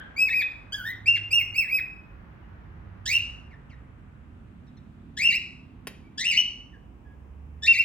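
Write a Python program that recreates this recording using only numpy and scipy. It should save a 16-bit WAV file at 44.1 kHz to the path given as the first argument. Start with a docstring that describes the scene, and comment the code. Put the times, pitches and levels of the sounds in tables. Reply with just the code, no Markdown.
"""A cockatiel on a window frame, a couple of metres from a phone, whistles and chirps in a bare room.
Its syrinx makes a gliding tone with overtones that the beak colours; a harsh voice trills and rasps.
A claw ticks once on the frame, as ringing modes and a scrape of noise. Faintly through the window come
birds as short whistles, engines and drones as low tones, and road rumble and tyres as filtered noise."""
import sys
import numpy as np
from scipy import signal
from scipy.fft import rfft, irfft
from scipy.io import wavfile
from scipy.ndimage import uniform_filter1d

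SR = 44100
rng = np.random.default_rng(int(sys.argv[2]) if len(sys.argv) > 2 else 0)


def output_pcm(signal):
    """Save a mono or channel-first signal as 16-bit PCM at the path in sys.argv[1].

    Samples are clipped to [-1, 1] before scaling.
    """
    pcm = np.clip(np.atleast_2d(signal).T, -1, 1) * 32767
    wavfile.write(sys.argv[1], SR, np.round(pcm).astype(np.int16))


N = 345744

# Colour of the upper overtones: windpipe and beak with the microphone. Each row: frequency in Hz, gain in dB.
BEAK_COLOUR = [(2800, 9), (3600, 8.5), (5000, -6.5), (5600, -10), (6300, -5.5), (7200, -12), (8000, -9),
               (9500, -12.5), (12500, 9.5), (13700, -15.5), (15300, 4.5)]
ROOM_T60_S = 0.4964  # the room's reverberation below the treble
TOP_HZ = 15800  # upper limit of the phone


def undb(db):
    """Gain of a level in dB."""
    return 10 ** (np.asarray(db) / 20)


def unit(x):
    """Scaled to rms 1."""
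    return x / np.sqrt(np.mean(x ** 2))


def band(x, hz, width_hz):
    """One resonance."""
    return signal.lfilter(*signal.iirpeak(hz, hz / width_hz, SR), x)


def walk(rate, size=N):
    """Random levels held 1 / rate s and slewed twice; spread near 1."""
    k = int(SR / rate)
    steps = np.repeat(rng.standard_normal(size // k + 1), k)
    return 1.4 * uniform_filter1d(uniform_filter1d(steps, k), k)[:size]


def read(table):
    """Where a table sounds, and its columns sample by sample."""
    s, *columns = np.transpose(table)
    where = np.arange(int(s[0] * SR), min(int(s[-1] * SR), N))
    return where, [np.interp(where / SR, s, c) for c in columns]


def colour(points, hz):
    """dB of a spectrum at hz, straight between its points on a log frequency scale."""
    points = np.array(points)
    return np.interp(np.log(hz), np.log(points[:, 0]), points[:, 1])


def tone(hz):
    """Running phase of a gliding pitch."""
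    return 2 * np.pi * np.cumsum(hz) / SR


def road():
    """Road rumble: half-octave noise bands that each waver; the bass is alike at both ports, stronger at the right."""
    # Spectrum before the overall level is set. Each row: frequency in Hz, relative density in dB per Hz.
    rumble_colour = [(30, -9.5), (50, 2), (140, -4), (250, -9), (550, -27), (1300, -28.5), (2600, -37),
                     (4500, -55), (10000, -60.5)]
    level_db = -47.5
    f = np.fft.rfftfreq(N, 1 / SR) + 1
    noise = rfft(rng.standard_normal((2, N))) * undb(colour(rumble_colour, f))
    out = 0
    for hz in 22 * 2 ** np.arange(0, 10, .5):
        octaves_off = np.clip(np.log2(f / hz), -.5, .5)
        mid, side = irfft(noise * np.cos(np.pi * octaves_off) ** 2, N)
        wide = np.clip(0.083 + hz / 800, 0, 1)
        left_minus_right = wide * side - (1 - wide) * 0.29 * mid
        out = out + undb(1.8 * walk(0.91)) * (mid + left_minus_right * np.array([[1], [-1]]))
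    return unit(out) * undb(level_db)


def tyres():
    """Tyre roar of a passing car: broad noise in the low middle, fading."""
    # Each row: time in seconds, level in dB.
    fading = [(0, -52.5), (1.198, -58), (3.301, -57.5), (4.801, -69.5), (7.84, -90)]
    s, db = np.transpose(fading)
    low_middle = signal.butter(3, [250, 1800], "band", fs=SR, output="sos")
    roar = signal.sosfilt(low_middle, rng.standard_normal((2, N)))
    return unit(roar) * undb(np.interp(np.arange(N) / SR, s, db))


def drones():
    """Heavy vehicles droning further off: plain tones that glide in pitch and level."""
    # One table a drone. Each row: time in seconds, pitch in Hz, level in dB before the left-right balance.
    passes = [
        [(0.6, 106, -53.5), (1.2, 103.5, -45.5), (1.7, 100.8, -54)],
        [(2.5, 93.25, -52), (3.15, 101.9, -48), (3.35, 104.5, -59.5)],
        [(6.6, 57.08, -60.5), (6.85, 61.95, -54), (7.55, 74.72, -42.5), (7.75, 71.15, -52)],
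    ]
    out = np.zeros(N)
    for table in passes:
        where, (hz, db) = read(table)
        out[where] += np.sqrt(2) * undb(db) * np.sin(tone(hz)) * signal.windows.tukey(len(where), .1)
    return out


def engine():
    """Orders of the firing rate, each wavering on its own; the exhaust favours those near 200 Hz."""
    # An engine pulling away and changing gear. Each row: time in seconds, firing rate in Hz,
    # level in dB before the colour of the exhaust and the left-right balance.
    pulling_away = [(4.0, 33, -66), (4.7, 35, -59), (5.2, 39, -57), (5.36, 35, -58), (6.4, 38, -60)]
    out = np.zeros(N)
    where, (hz, db) = read(pulling_away)
    for k in range(3, 8):
        order_db = -8 * np.log2(k * hz / 200) ** 2
        waver_db = 2 * walk(3.21, size=len(where))
        out[where] += undb(db + order_db + waver_db) * np.sin(k * tone(hz))
    return out


def far_birds():
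    """Birds outside: short whistles, most of them falling, each a wobbling tone with two overtones."""
    # Each row: start in seconds, length in seconds, first pitch in Hz, last pitch in Hz, peak of the tone in dB,
    # octave above the tone in dB, wobble of the pitch as a share.
    whistles = [(2.415, 0.0474, 3095, 2850, -74, -29, 0.0272),
                (3.502, 0.05, 2894, 1777, -58.5, -22.5, 0.01155),
                (3.69, 0.0567, 3750, 1848, -60.5, -16, .015), (4.663, 0.0291, 2092, 1850, -78, 2.5, 0.0676),
                (4.766, 0.016, 2110, 1850, -72, 3, 0.0587), (6.02, 0.083, 2292, 2310, -69.5, -26, 0.019),
                (6.719, 0.0513, 2098, 1629, -62.5, -24, .015), (7.038, 0.121, 1720, 1654, -70, -22, 0.0133)]
    glide_power = 3.3  # the pitch moves fast, then levels off
    out = np.zeros(N)
    for s, length, hz, end_hz, db, octave_db, wobble in whistles:
        n = int(length * SR)
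        glide_hz = end_hz + (hz - end_hz) * np.linspace(1, 0, n) ** glide_power
        phase = tone(glide_hz * (1 + wobble * walk(400, size=n)))
        overtones = undb(octave_db) * (np.sin(2 * phase) + undb(-7.5) * np.sin(3 * phase))
        start = int(s * SR)
        out[start:start + n] += undb(db) * signal.windows.tukey(n) * (np.sin(phase) + overtones)
    return out


def earlier():
    """The end of an earlier phrase still ringing in the room: narrow noise dying at its tone and octave."""
    # Each row: pitch in Hz, level at the start in dB.
    ringing = [(1600, -40.5), (3200, -53.5)]
    decay = 1000. ** (-np.arange(N) / SR / ROOM_T60_S)
    out = 0
    for hz, db in ringing:
        narrow = band(band(rng.standard_normal((2, N)), hz, hz / 8), hz, hz / 8)
        out = out + undb(db) * unit(narrow) * decay
    return out


def room(x):
    """Sparse strong echoes from glass and frame, then a dense tail whose treble dies sooner."""
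    treble_t60_s, nearby_t60_s, nearby_db = .3, 0.05, 17
    t = np.arange(SR) / SR
    noise = rng.standard_normal((3, SR))
    tail = noise[0] + 0.58 * noise[1:]  # partly shared by left and right
    low = signal.sosfilt(signal.butter(2, 7000, fs=SR, output="sos"), tail)
    treble = undb(-3.0) * (tail - low)
    tail = low * 1000. ** (-t / ROOM_T60_S) + treble * 1000. ** (-t / treble_t60_s)
    tail *= np.clip(t / 0.00903 - .4, 0, 1)  # the first walls answer after a few ms
    sparse = np.sqrt(25) * (rng.random(SR) < 1 / 25) * np.sign(noise[0]) * (t > .002)
    tail += undb(nearby_db) * sparse * 1000. ** (-t / nearby_t60_s)
    tail /= np.sqrt(np.sum(tail ** 2, axis=1)[:, None])
    return signal.fftconvolve(x[None], tail, axes=1)[:, :N]


def claws():
    """A claw on the window frame: the struck modes ring along with a short scrape of noise."""
    # Each row: time in seconds, level in dB.
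    ticks = [(5.871, -24)]
    # Modes of the frame. Each row: frequency in Hz, level relative to the tick in dB, t60 in seconds.
    frame_modes = [(380, -23, 0.005), (552, -11.5, 0.00654), (895.3, -17.5, 0.0037), (1220, -29, 0.0076),
                   (2525, 0, 0.0041), (10560, 2, 0.0025)]
    out, t = np.zeros(N), np.arange(SR // 10) / SR
    ring = sum(undb(db) * np.sin(2 * np.pi * hz * t) * 1000. ** (-t / t60) for hz, db, t60 in frame_modes)
    for s, db in ticks:
        scrape = undb(-9.0) * uniform_filter1d(rng.standard_normal(len(t)), size=3) * np.exp(-t / 0.0055)
        start = int(s * SR)
        out[start:start + len(t)] += undb(db) * (ring + scrape)
    return out


def phrase(syllables, climb_bend, drop_bend, release_db, sag_hz_per_s):
    """Each syllable climbs, holds and drops, then slides to the next; the windpipe favours tones near its resonance.

    Returns where it sounds, pitch, tone level, octave level, and how far it is held or dropped.
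    """
    # Each row: frequency in Hz, gain of the tone in dB.
    windpipe = [(1400, -22.5), (1900, -12), (2350, -6), (2700, -6.5), (2900, -2.5)]
    swell = 1.439  # power: most of the effort arrives early in the climb
    (onset, climb, hold, drop, first_hz, top_hz, last_hz,
     db, fade_db, soft_db, octave_db, thin_db) = np.transpose(syllables)
    turns = np.cumsum([onset, climb, hold, drop], axis=0)  # start of the climb, hold, drop and slide
    where = np.arange(int(onset[0] * SR), min(int(turns[-1, -1] * SR), N))
    t = where / SR
    k = np.clip(np.searchsorted(onset, t) - 1, 0, None)  # the syllable now sung

    def along(start, length):
        """Progress through a stage, 0 to 1."""
        return np.clip((t - start[k]) / np.maximum(length[k], 1 / SR), 0, 1)

    up, holding, down = along(onset, climb), along(turns[1], hold), along(turns[2], drop)
    slide = along(turns[3], np.append(np.diff(onset), 1) - climb - hold - drop)

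    hz = top_hz[k] - (top_hz - first_hz)[k] * (1 - up) ** climb_bend
    hz -= (top_hz - last_hz)[k] * down ** drop_bend
    hz -= sag_hz_per_s * hold[k] * holding * (1 - down)
    hz += slide * (np.roll(first_hz, -1) - last_hz)[k]

    # each drop leads to the level of the next onset, the last one to the release
    end_db = np.append((db - soft_db)[1:], (db - fade_db)[-1] - release_db)
    effort_db = db[k] - soft_db[k] * (1 - up) ** swell - fade_db[k] * holding
    effort_db += down * (end_db - db + fade_db)[k]

    top_hz = np.interp(t, turns[1:3].T.ravel(), np.repeat(top_hz, 2))
    octave_points = np.transpose([octave_db, octave_db - thin_db]).ravel()
    octave_db = np.interp(t, turns[[1, 3]].T.ravel(), octave_points)
    lost_db = colour(windpipe, top_hz) - colour(windpipe, hz)  # the tone loses it, its octave does not
    octave_db = octave_db + lost_db + colour(BEAK_COLOUR, 2 * hz) - colour(BEAK_COLOUR, 2 * top_hz)
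    return where, hz, effort_db - lost_db, octave_db, (up == 1) * (1 - down), down * (1 - slide)


def bird():
    """The syrinx: a tone, its octave, and upper overtones coloured by the beak; as heard and as sent into the room."""
    # One table a phrase, one row a syllable. Each row: onset, climb, hold and drop in seconds,
    # first, top and last pitch in Hz, level in dB, fade over the hold in dB, softness of the onset in dB,
    # octave overtone above the tone in dB, thinning of the octave from top to end in dB.
    song = [
        [(0.16, 0.0633, 0.0422, 0.0245, 2181, 2579, 1782, -17, 11.5, 20, -20.5, 10.5),
         (0.322, 0.0289, 0.0321, 0.0432, 1950, 2540, 1381, -22.5, -2, 5.5, -32, -8)],
        [(0.72, 0.024, 0.00267, 0.073, 1510, 1681, 1442, -38.5, 0.5, 0, 6, 34.5),
         (0.838, 0.0249, 0.0031, 0.0059, 1468, 1827, 1830, -37.5, -8, -3, -10.5, 3),
         (0.876, 0.0343, 0.00404, 0.0033, 1802, 2036, 2046, -36, -2, -8.5, -18.5, 2.5)],
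        [(1.057, 0.0351, 0.06095, 0.0268, 2175, 2767, 1391, -16.5, 11, 16, -24.5, 7.5)],
        [(1.305, 0.03705, 0.00176, 0.0776, 2300, 2818, 1863, -17, -1, 18, -19, 25.5)],
        [(1.538, 0.0528, 0.0124, 0.055, 1963, 2675, 1690, -19, 1.5, 23, -21.5, 23.5),
         (1.668, 0.0879, 0.023, 0.025, 1640, 2546, 1280, -19, 6.5, 27, -24.5, 16)],
        [(3.054, 0.0908, 0.0222, 0.033, 1606, 2821, 2499, -21, 0.5, 14, -21.5, 8.5)],
        [(5.166, 0.0968, 0.023, 0.0324, 1599, 2819, 1982, -17.5, 4, 13.5, -25.5, 0.5),
         (5.325, 0.0378, 0.00967, 0.0107, 1977, 2694, 2508, -25, 6.5, 2, -20, -4)],
        [(6.173, .045, 0.015, .005, 1555, 2063, 2145, -29.5, 17, 12, -4.5, 4),
         (6.236, 0.02365, 0.0464, 0.02904, 2211, 2837, 2052, -23, -2.5, 13.5, -19.5, 4.5),
         (6.36, 0.01543, 0.0325, 0.0079, 2216, 2941, 2006, -16, 4, 9, -22, -3)],
        [(7.62, 0.02235, 0.01244, 0.0085, 1687, 1820, 2026, -37.5, -6, 15.5, 9.5, 11),
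         (7.664, .016, 0.044, 0.026, 2040, 2737, 1987, -17, 5, 18.5, -30.5, -8),
         (7.765, 0.0358, 0.01182, 0.019, 2014, 2764, 1797, -19, 3.5, 11, -30, -6)],
    ]
    # Each row, one a phrase: high overtones above the tone in dB, harshness 0-1,
    # left minus right in dB, direct sound as the head turns in dB.
    delivery = [(-33.5, 0.07, 4, -3.5), (-26, 0, 0.5, -3), (-38.5, 0.08, 0, -1), (-29, 0.12, 0.5, -3),
                (-27, 0.05, -3, -3.5), (-33.5, 0.55, -4.5, -3.5), (-40, 0.46, 5.5, -5),
                (-43, 0.47, 7, -6.5), (-38.5, 0.3, 1.5, -4)]
    # Each row, one a phrase: power by which the climb slows near the top, power by which the drop gathers speed
    # (both 1 = straight), effort lost over the last drop in dB, sag of a held pitch in Hz per second.
    bends = [(2.1, 2.7, 7.5, 1197.5), (1.5, 1.1, 11.5, 304.5), (2.2, 0.65, 8, -500), (1.4, 3.3, 13, 302.5),
             (2.4, 0.84, 9, 1501.5), (1, 1.497, 30.5, 1500), (1.4, 1.1, 11, 293), (1, 0.5984, 31, 295.5),
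             (1.2, 0.756, 18.5, 284.5)]
    # One value a phrase: share of its harshness that goes while a pitch is held (0-1).
    steadied_shares = [0.23, 0.2607, 0.3074, 0.046, .3, 0.063, 0.16, 0.11, 0.86]
    drop_harsh = 0.3  # harshness gained as the pitch drops away
    trill_hz, trill_depth = 78.578, 1.09  # mean rate; depth of the throb for a fully harsh voice
    rasp_per_step = 0.54  # noise on each overtone, per step up the series
    # a fully harsh voice starts rich in low overtones and loses them along the phrase
    rich_db, dulling_db_per_s = 15.5, 111

    heard, sent = np.zeros((2, N)), np.zeros(N)
    for syllables, bend, steadied, manner in zip(song, bends, steadied_shares, delivery):
        treble_db, harsh, pan_db, facing_db = manner
        where, hz, db, octave_db, held, down = phrase(syllables, *bend)
        n = len(where)
        harsh = harsh * (1 - np.clip(steadied, 0, 1) * held) + drop_harsh * down
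        harsh = uniform_filter1d(harsh, size=300)
        # a harsh voice trills: each beat swells while its pitch climbs
        beat = tone(trill_hz * (1 + 0.0947 * walk(37.73, size=n))) + 2 * np.pi * rng.random()
        hz = uniform_filter1d(hz, size=400, mode="nearest")  # the syrinx muscles round each turn
        hz *= 1 + harsh * (0.0643 * np.cos(beat) + 0.015 * walk(500, size=n))
        phase = tone(hz)
        richness_db = harsh * (rich_db - dulling_db_per_s * np.arange(n) / SR)
        overtones = 0
        for k in range(2, 11):
            high = np.clip(k * hz / 3000 - 2.6, 0, 1)  # low overtones follow the octave, high ones the tone
            shade = (1 - high) * (octave_db - colour(BEAK_COLOUR, 2 * hz)) + high * treble_db
            shade += colour(BEAK_COLOUR, k * hz) + richness_db * (k > 2) * (1 - high)
            # uneven closures break up the overtones, the high ones most
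            rasp = 1 + rasp_per_step * k * harsh * walk(1400, size=n)
            below_limit = np.clip((SR / 2 - k * hz) / TOP_HZ * 4, 0, 1)  # no overtone passes half the sample rate
            overtones += rasp * undb(shade) * below_limit * np.sin(k * phase)
        throb = 1 - np.clip(trill_depth * harsh, 0, 1) * np.sin(beat)
        voice = (np.sin(phase) + overtones) * throb
        voice *= signal.windows.tukey(n, .06) * np.sqrt(2) * undb(db)
        heard[:, where] += voice * undb([[facing_db + pan_db / 2], [facing_db - pan_db / 2]])
        sent[where] += voice
    return heard, sent


def scene():
    """The bird and claw near and in the room, the street through the window."""
    room_db, port_lag_s = 1.5, 5.5e-5
    (near, sent), ticks, far = bird(), claws(), far_birds()
    echoes = undb(room_db) * room(sent + ticks + undb(6.5) * far)
    near += ticks + echoes + earlier()
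    # the right port is further off
    lag = np.exp(-2j * np.pi * np.fft.rfftfreq(N, 1 / SR) * port_lag_s)
    near[1] = irfft(rfft(near[1]) * lag, N)
    bass = (engine() + drones()) * undb([[-2.5], [2.5]])  # stronger at the right
    return near + far + bass + road() + tyres()


def record(dry):
    """The microphone drops the deepest bass and the phone cuts the top."""
    dry = signal.sosfilt(signal.butter(3, 36, "high", fs=SR, output="sos"), dry)
    return signal.sosfilt(signal.ellip(12, .2, 100, TOP_HZ, fs=SR, output="sos"), dry)


dry = scene()
out = record(dry)
output_pcm(out)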